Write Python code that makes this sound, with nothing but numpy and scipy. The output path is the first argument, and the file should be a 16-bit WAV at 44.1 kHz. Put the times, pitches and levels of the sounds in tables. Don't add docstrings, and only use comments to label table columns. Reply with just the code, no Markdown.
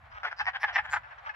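import sys
import numpy as np
from scipy import signal
from scipy.fft import rfft, irfft, next_fast_len
from scipy.io import wavfile
from scipy.ndimage import map_coordinates

SR = 44100
rng = np.random.default_rng(int(sys.argv[2]) if len(sys.argv) > 2 else 0)


def materialize(psi):
    bounded = np.clip(np.atleast_2d(psi).T, -1, 1)
    quanta = np.round(bounded * 32767).astype(np.int16)
    wavfile.write(sys.argv[1], SR, quanta)


def to_linear_factor(level_db):
    exponent = np.asarray(level_db, float) / 20
    return 10 ** exponent


N = 59535


def along(points, hz):
    f, v = np.transpose(points)
    return np.interp(np.log(hz + 1), np.log(f + 1), v)


def unit(x):
    return x / np.sqrt(np.mean(x ** 2) + 1e-20)


def filtered(x, response):
    m = next_fast_len(x.shape[-1] + 8192)
    spectrum = rfft(x, m) * response(np.fft.rfftfreq(m, 1 / SR))
    return irfft(spectrum, m)[..., :x.shape[-1]]


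def wobble(rate):
    knots = rng.standard_normal(int(N * 60 / SR) + 4)
    return map_coordinates(knots, [np.arange(N) * rate / SR], mode="nearest")


def noise(spectrum, alike):
    a, b = filtered(rng.standard_normal((2, N)), lambda hz: to_linear_factor(along(spectrum, hz)))
    angle = np.arccos(np.clip(alike, -1, 1)) / 2
    mid, side = np.cos(angle) * a, np.sin(angle) * b
    return unit(np.array([mid + side, mid - side]))


# pitch_hz, level_db (per Hz)
CHORUS_COLOUR = [(200, -41.5), (364, -25), (700, 1.5), (1600, -0.5), (2600, -11), (4000, -23.5),
                 (6000, -36), (12000, -44)]
# time_s, level_db
CHORUS_LEVEL = [
    (0, -58),
    (.16, -57),
    (.3, -54),
    (.8, -53),
    (.95, -55),
    (1.04, -54),
    (1.35, -53),
]


def distant_chorus():
    time_s, level_db = np.transpose(CHORUS_LEVEL)
    swell_db = np.interp(np.arange(N) / SR, time_s, level_db)
    flutter_db = 1.2 * wobble(25) + 1.2 * wobble(55)
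    return to_linear_factor(swell_db + flutter_db) * noise(CHORUS_COLOUR, .4)


# pitch_hz, level_db (per Hz)
RUMBLE_COLOUR = [(20, -35), (32, -18), (44, -2), (75, 1), (125, -10), (161, -18), (298, -28), (420, -50)]


def traffic_rumble():
    return to_linear_factor(-63 + 2.9 * wobble(9)) * noise(RUMBLE_COLOUR, 0.89)


def hum():
    return to_linear_factor(-71 + 2.1 * wobble(5)) * np.sin(2 * np.pi * 117.5 * np.arange(N) / SR)


# last_tick_s, peak_db, gap_ms, swell_db_per_ms, squeak_db
SWELLS = [(.7537, -23, 4.2, .9, -40), (.6258, -31, 3.7, .5, -45), (.9264, -25, 6.9, .6, -35),
          (.8623, -30, 5.9, 2.5, -57), (.3917, -27, 5.2, 1.5, -40), (.4562, -28, 10, 1.3, -48),
          (.328, -28, 6.1, .5, -52), (.5599, -22, 3.8, .55, -55), (.6846, -24, 3.7, .8, -51),
          (.8564, -29, 3.3, .8, -66), (.899, -30, 3.9, .4, -66), (.1825, -29, 4.8, .4, -66),
          (.153, -39, 6, .6, -66), (.127, -46, 4, .5, -62)]
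SWELL_CALLER = [0, 9, 1, 1, 3, 4, 5, 6, 6, 6, 6, 8, 8, 3]

PULSE = np.arange(14)


def swells_of(caller):
    return [row for row, who in zip(SWELLS, SWELL_CALLER) if who == caller]


def swelling_ticks(caller):
    longest_ms, squeak_swell = 28, .55
    rows = [np.zeros((0, 4))]
    for last_s, peak_db, gap, swell, squeak_db in swells_of(caller):
        ms = gap * PULSE[gap * PULSE < longest_ms]
        rows.append(np.c_[last_s - ms / 1000, peak_db - swell * ms, squeak_db - squeak_swell * ms, 0 * ms])
    return np.vstack(rows)


# start_s, peak_db, gap_ms, hold_ms, fade_db_per_ms
CROAKS = [(.7585, -14.5, 2.5, 7.5, 1.5), (.632, -17, 2.35, 13.3, 1.3), (.933, -15.5, 2.4, 7, 1.3),
          (.9524, -26, 3, 3, 3), (.7804, -15.5, 2.35, 9.4, 1.03), (.9603, -20, 3, 10.4, 1.14),
          (.3973, -23, 2.37, 14, 1), (.4671, -19.5, 2.6, 19, 1), (.2325, -25.5, 2.6, 1.9, 1.1),
          (.2496, -22.5, 2.8, 6, .9), (.2644, -30.5, 2.3, 18.4, 1.5), (.6898, -24, 4.2, 1, .4),
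          (.3123, -36, 3, 8, 2.6), (1.2925, -32, 2.34, 6.8, 1), (1.034, -44, 3.4, 19, 0.16),
          (1.109, -42, 3.3, 24, 2), (1.341, -40.5, 3.6, 9, 1.1), (.726, -37, 3.7, 9.6, 1.5),
          (1.2623, -29, 3.2, 14, 1), (.117, -41.5, 3, 12, 0), (1.2513, -39, 3.6, 8, 5),
          (1.08, -43.5, 5.4, 10, 2), (.2, -40.5, 4, 8, .5), (1.181, -40, 2.7, 12, 1),
          (.5637, -24.5, 5.3, 5.5, 4), (.2423, -25, 3.2, 3.3, 6)]
CROAK_CALLER = [0, 9, 1, 1, 2, 1, 3, 4, 5, 5, 10, 6, 3, 7, 7, 7, 7, 10, 8, 8, 8, 8, 8, 8, 6, 5]
FIRST_GAP_MS = [3.8, 4.8, 3.9, 3, 3.6, 4, 3.4, 5.5, 2.6, 2.8, 2.3, 3.9, 2.5, 2.3, 4, 4, 4, 2.5, 4.1, 4, 4,
                6, 5, 3.5, 5.3, 3.2]


def croak_bursts(caller):
    carry = .4
    squeak_fade, squeak_under_db = .75, -29
    rows = [np.zeros((0, 4))]
    for (start, peak_db, gap, hold, fade), who, first in zip(CROAKS, CROAK_CALLER, FIRST_GAP_MS):
        if who != caller:
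            continue
        ms = gap * PULSE + (first - gap) * (1 - carry ** PULSE) / (1 - carry)
        lead = [swell[4] for swell in swells_of(caller) if 0 < start - swell[0] < .015]
        squeak_db = lead[0] if lead else peak_db + squeak_under_db
        sac_db = peak_db - abs(fade) * np.maximum(ms - hold, 0)
        rows.append(np.c_[start + ms / 1000, sac_db, squeak_db - squeak_fade * ms, ms / 1000])
    return np.vstack(rows)


# times_sac_pitch, level_db, t60_s
SIDE_MODES = [
    (.72, -9.5, .0063),
    (1.17, -10, .0068),
    (1.4, -22, .006),
]


def frog(rows, sac_hz, squeak_hz, sac_t60, rasp, air, deep_db, upper_hz, upper_db, rasp_db, over_db):
    jitter_s, scatter_db, detune = .0001, 1.2, .012
    strike_s, snap_s = .00033, .0002
    low_t60, squeak_t60, rasp_t60, air_t60 = .013, .01, .016, .013
    s, db, squeak_db, age = rows.T[:, :, None]
    z = rng.standard_normal((len(rows), 16, 1))
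    s = s + jitter_s * z[:, 0] - strike_s
    at = np.floor(s * SR).astype(int) + 1 + np.arange(900)
    t = at / SR - s

    def ring(hz, level_db, t60, j):
        level = to_linear_factor(level_db + scatter_db * z[:, j] - 60 * t / t60)
        return level * np.sin(2 * np.pi * hz * (1 + detune * z[:, j + 7]) * t)

    sag = 1 - 2.83 * age
    low_db = db - 11 + 300 * np.minimum(age, .017)
    body = ring(sac_hz * sag, db, sac_t60, 1) - ring(830, low_db, low_t60, 2)
    body = body + ring(620, db + deep_db, low_t60, 0)
    body = body + ring(upper_hz * sag, db + upper_db, sac_t60, 7)
    for j, (ratio, level_db, t60) in enumerate(SIDE_MODES):
        body = body + ring(ratio * sac_hz * sag, db + level_db, t60, 4 + j)
    squeak = ring(squeak_hz, squeak_db, squeak_t60, 3)
    squeak = squeak + ring(10800, squeak_db - 19 + over_db, squeak_t60, 8)

    at = np.clip(at, 0, N)
    body = body + to_linear_factor(db - 20.5 + rasp_db - 60 * t / rasp_t60) * rasp[at % N]
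    squeak = squeak + to_linear_factor(squeak_db - 10.5 - 60 * t / air_t60) * air[at % N]
    x = body * (1 - np.exp(-(t / strike_s) ** 2)) + squeak * (1 - np.exp(-(t / snap_s) ** 2))
    return np.bincount(at.ravel(), x.ravel(), N + 1)[:N]


# pitch_hz, t60_s
TREE_DECAY = [(500, 0.067), (2000, .11), (8000, 0.069)]


def trees(x):
    hz, t, z = signal.stft(rng.standard_normal((2, SR // 4)), SR, nperseg=128)
    tail = signal.istft(z * to_linear_factor(-60 * t / along(TREE_DECAY, hz)[:, None]), SR, nperseg=128)[1]
    late = np.pad(x, (60, 0))[None]
    return signal.fftconvolve(late, tail / np.linalg.norm(tail[0]), axes=1)[:, :N]


# sac_hz, squeak_hz, sac_t60_s, left_lag_ms, echo_db
CALLERS = [(1880, 5500, .0115, .03, -10), (1570, 7100, .009, .05, -11), (1900, 5300, .0105, -.08, -10),
           (1720, 4970, .011, -.15, -10), (1850, 5270, .011, -.15, -10), (1470, 5200, .011, -.12, -9),
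           (1680, 5050, .01, -.12, -11), (1710, 5600, .018, -.39, -7), (1350, 5600, .009, -.31, -7),
           (1830, 5400, .0115, .03, -10), (1980, 5000, .009, -.12, -9)]
# deep_tone_db, upper_mode_hz, upper_db, rasp_db, overtone_db
VOICES = [(-25, 2500, -22, -3, -14), (-30, 2870, -24, 0, 8), (-18, 2450, -22, -3, -14),
          (-20, 2430, -12, 9, -14), (-20, 3250, -18, 5, -8), (-8, 3350, -20, 6, -8),
          (-12, 3150, -11, 3, -6), (-25, 2600, -15, 3, 0), (-12, 3300, -20, 5, 0), (-30, 2900, -20, -4, 12),
          (-2, 3450, -14, 8, -6)]
# pitch_hz, level_db (per Hz)
RASP_COLOUR = [(400, -31), (800, -8.5), (1700, -1.5), (3000, -19), (4200, -26), (5500, -27), (8800, -61.5),
               (11000, -53)]
# pitch_hz, level_db (per Hz)
AIR_COLOUR = [(2500, -10), (3600, 0), (5500, 0), (6300, -20), (9000, -40), (10500, -26), (12500, -28),
              (15000, -38)]


def pool():
    out = np.zeros((2, N))
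    side = np.array([[.5], [-.5]])
    for caller, (sac_hz, squeak_hz, sac_t60, lag, echo_db) in enumerate(CALLERS):
        rows = np.vstack([swelling_ticks(caller), croak_bursts(caller)])
        rasp, air = noise(RASP_COLOUR, 0.92)[0], noise(AIR_COLOUR, 0.95)[0]
        x = frog(rows, sac_hz, squeak_hz, sac_t60, rasp, air, *VOICES[caller])
        out += filtered(x, lambda hz: to_linear_factor(1 * side) * np.exp(-2j * np.pi * hz * lag / 1000 * side))
        out += to_linear_factor(echo_db) * trees(x)

    def high_pass(hz):
        s = 1j * hz / 612
        return (s ** 2 / (1 + 1.4 * s + s ** 2)) ** 2

    return filtered(out, high_pass)


def scene():
    near_frogs = to_linear_factor(3) * pool()
    background = distant_chorus() + traffic_rumble() + hum()
    return near_frogs + background


def band_limit(x):
    return signal.sosfilt(signal.butter(12, 15700, fs=SR, output="sos"), x)


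# pitch_hz, level_db
MIC = [(5800, 0), (6500, -3), (7800, 0), (8400, -25), (9500, -25), (10000, -3), (12500, -3), (13200, -22)]


def record(dry):
    mix = filtered(dry, lambda hz: to_linear_factor(along(MIC, hz)))
    return band_limit(mix)


dry = scene()
out = record(dry)
materialize(out)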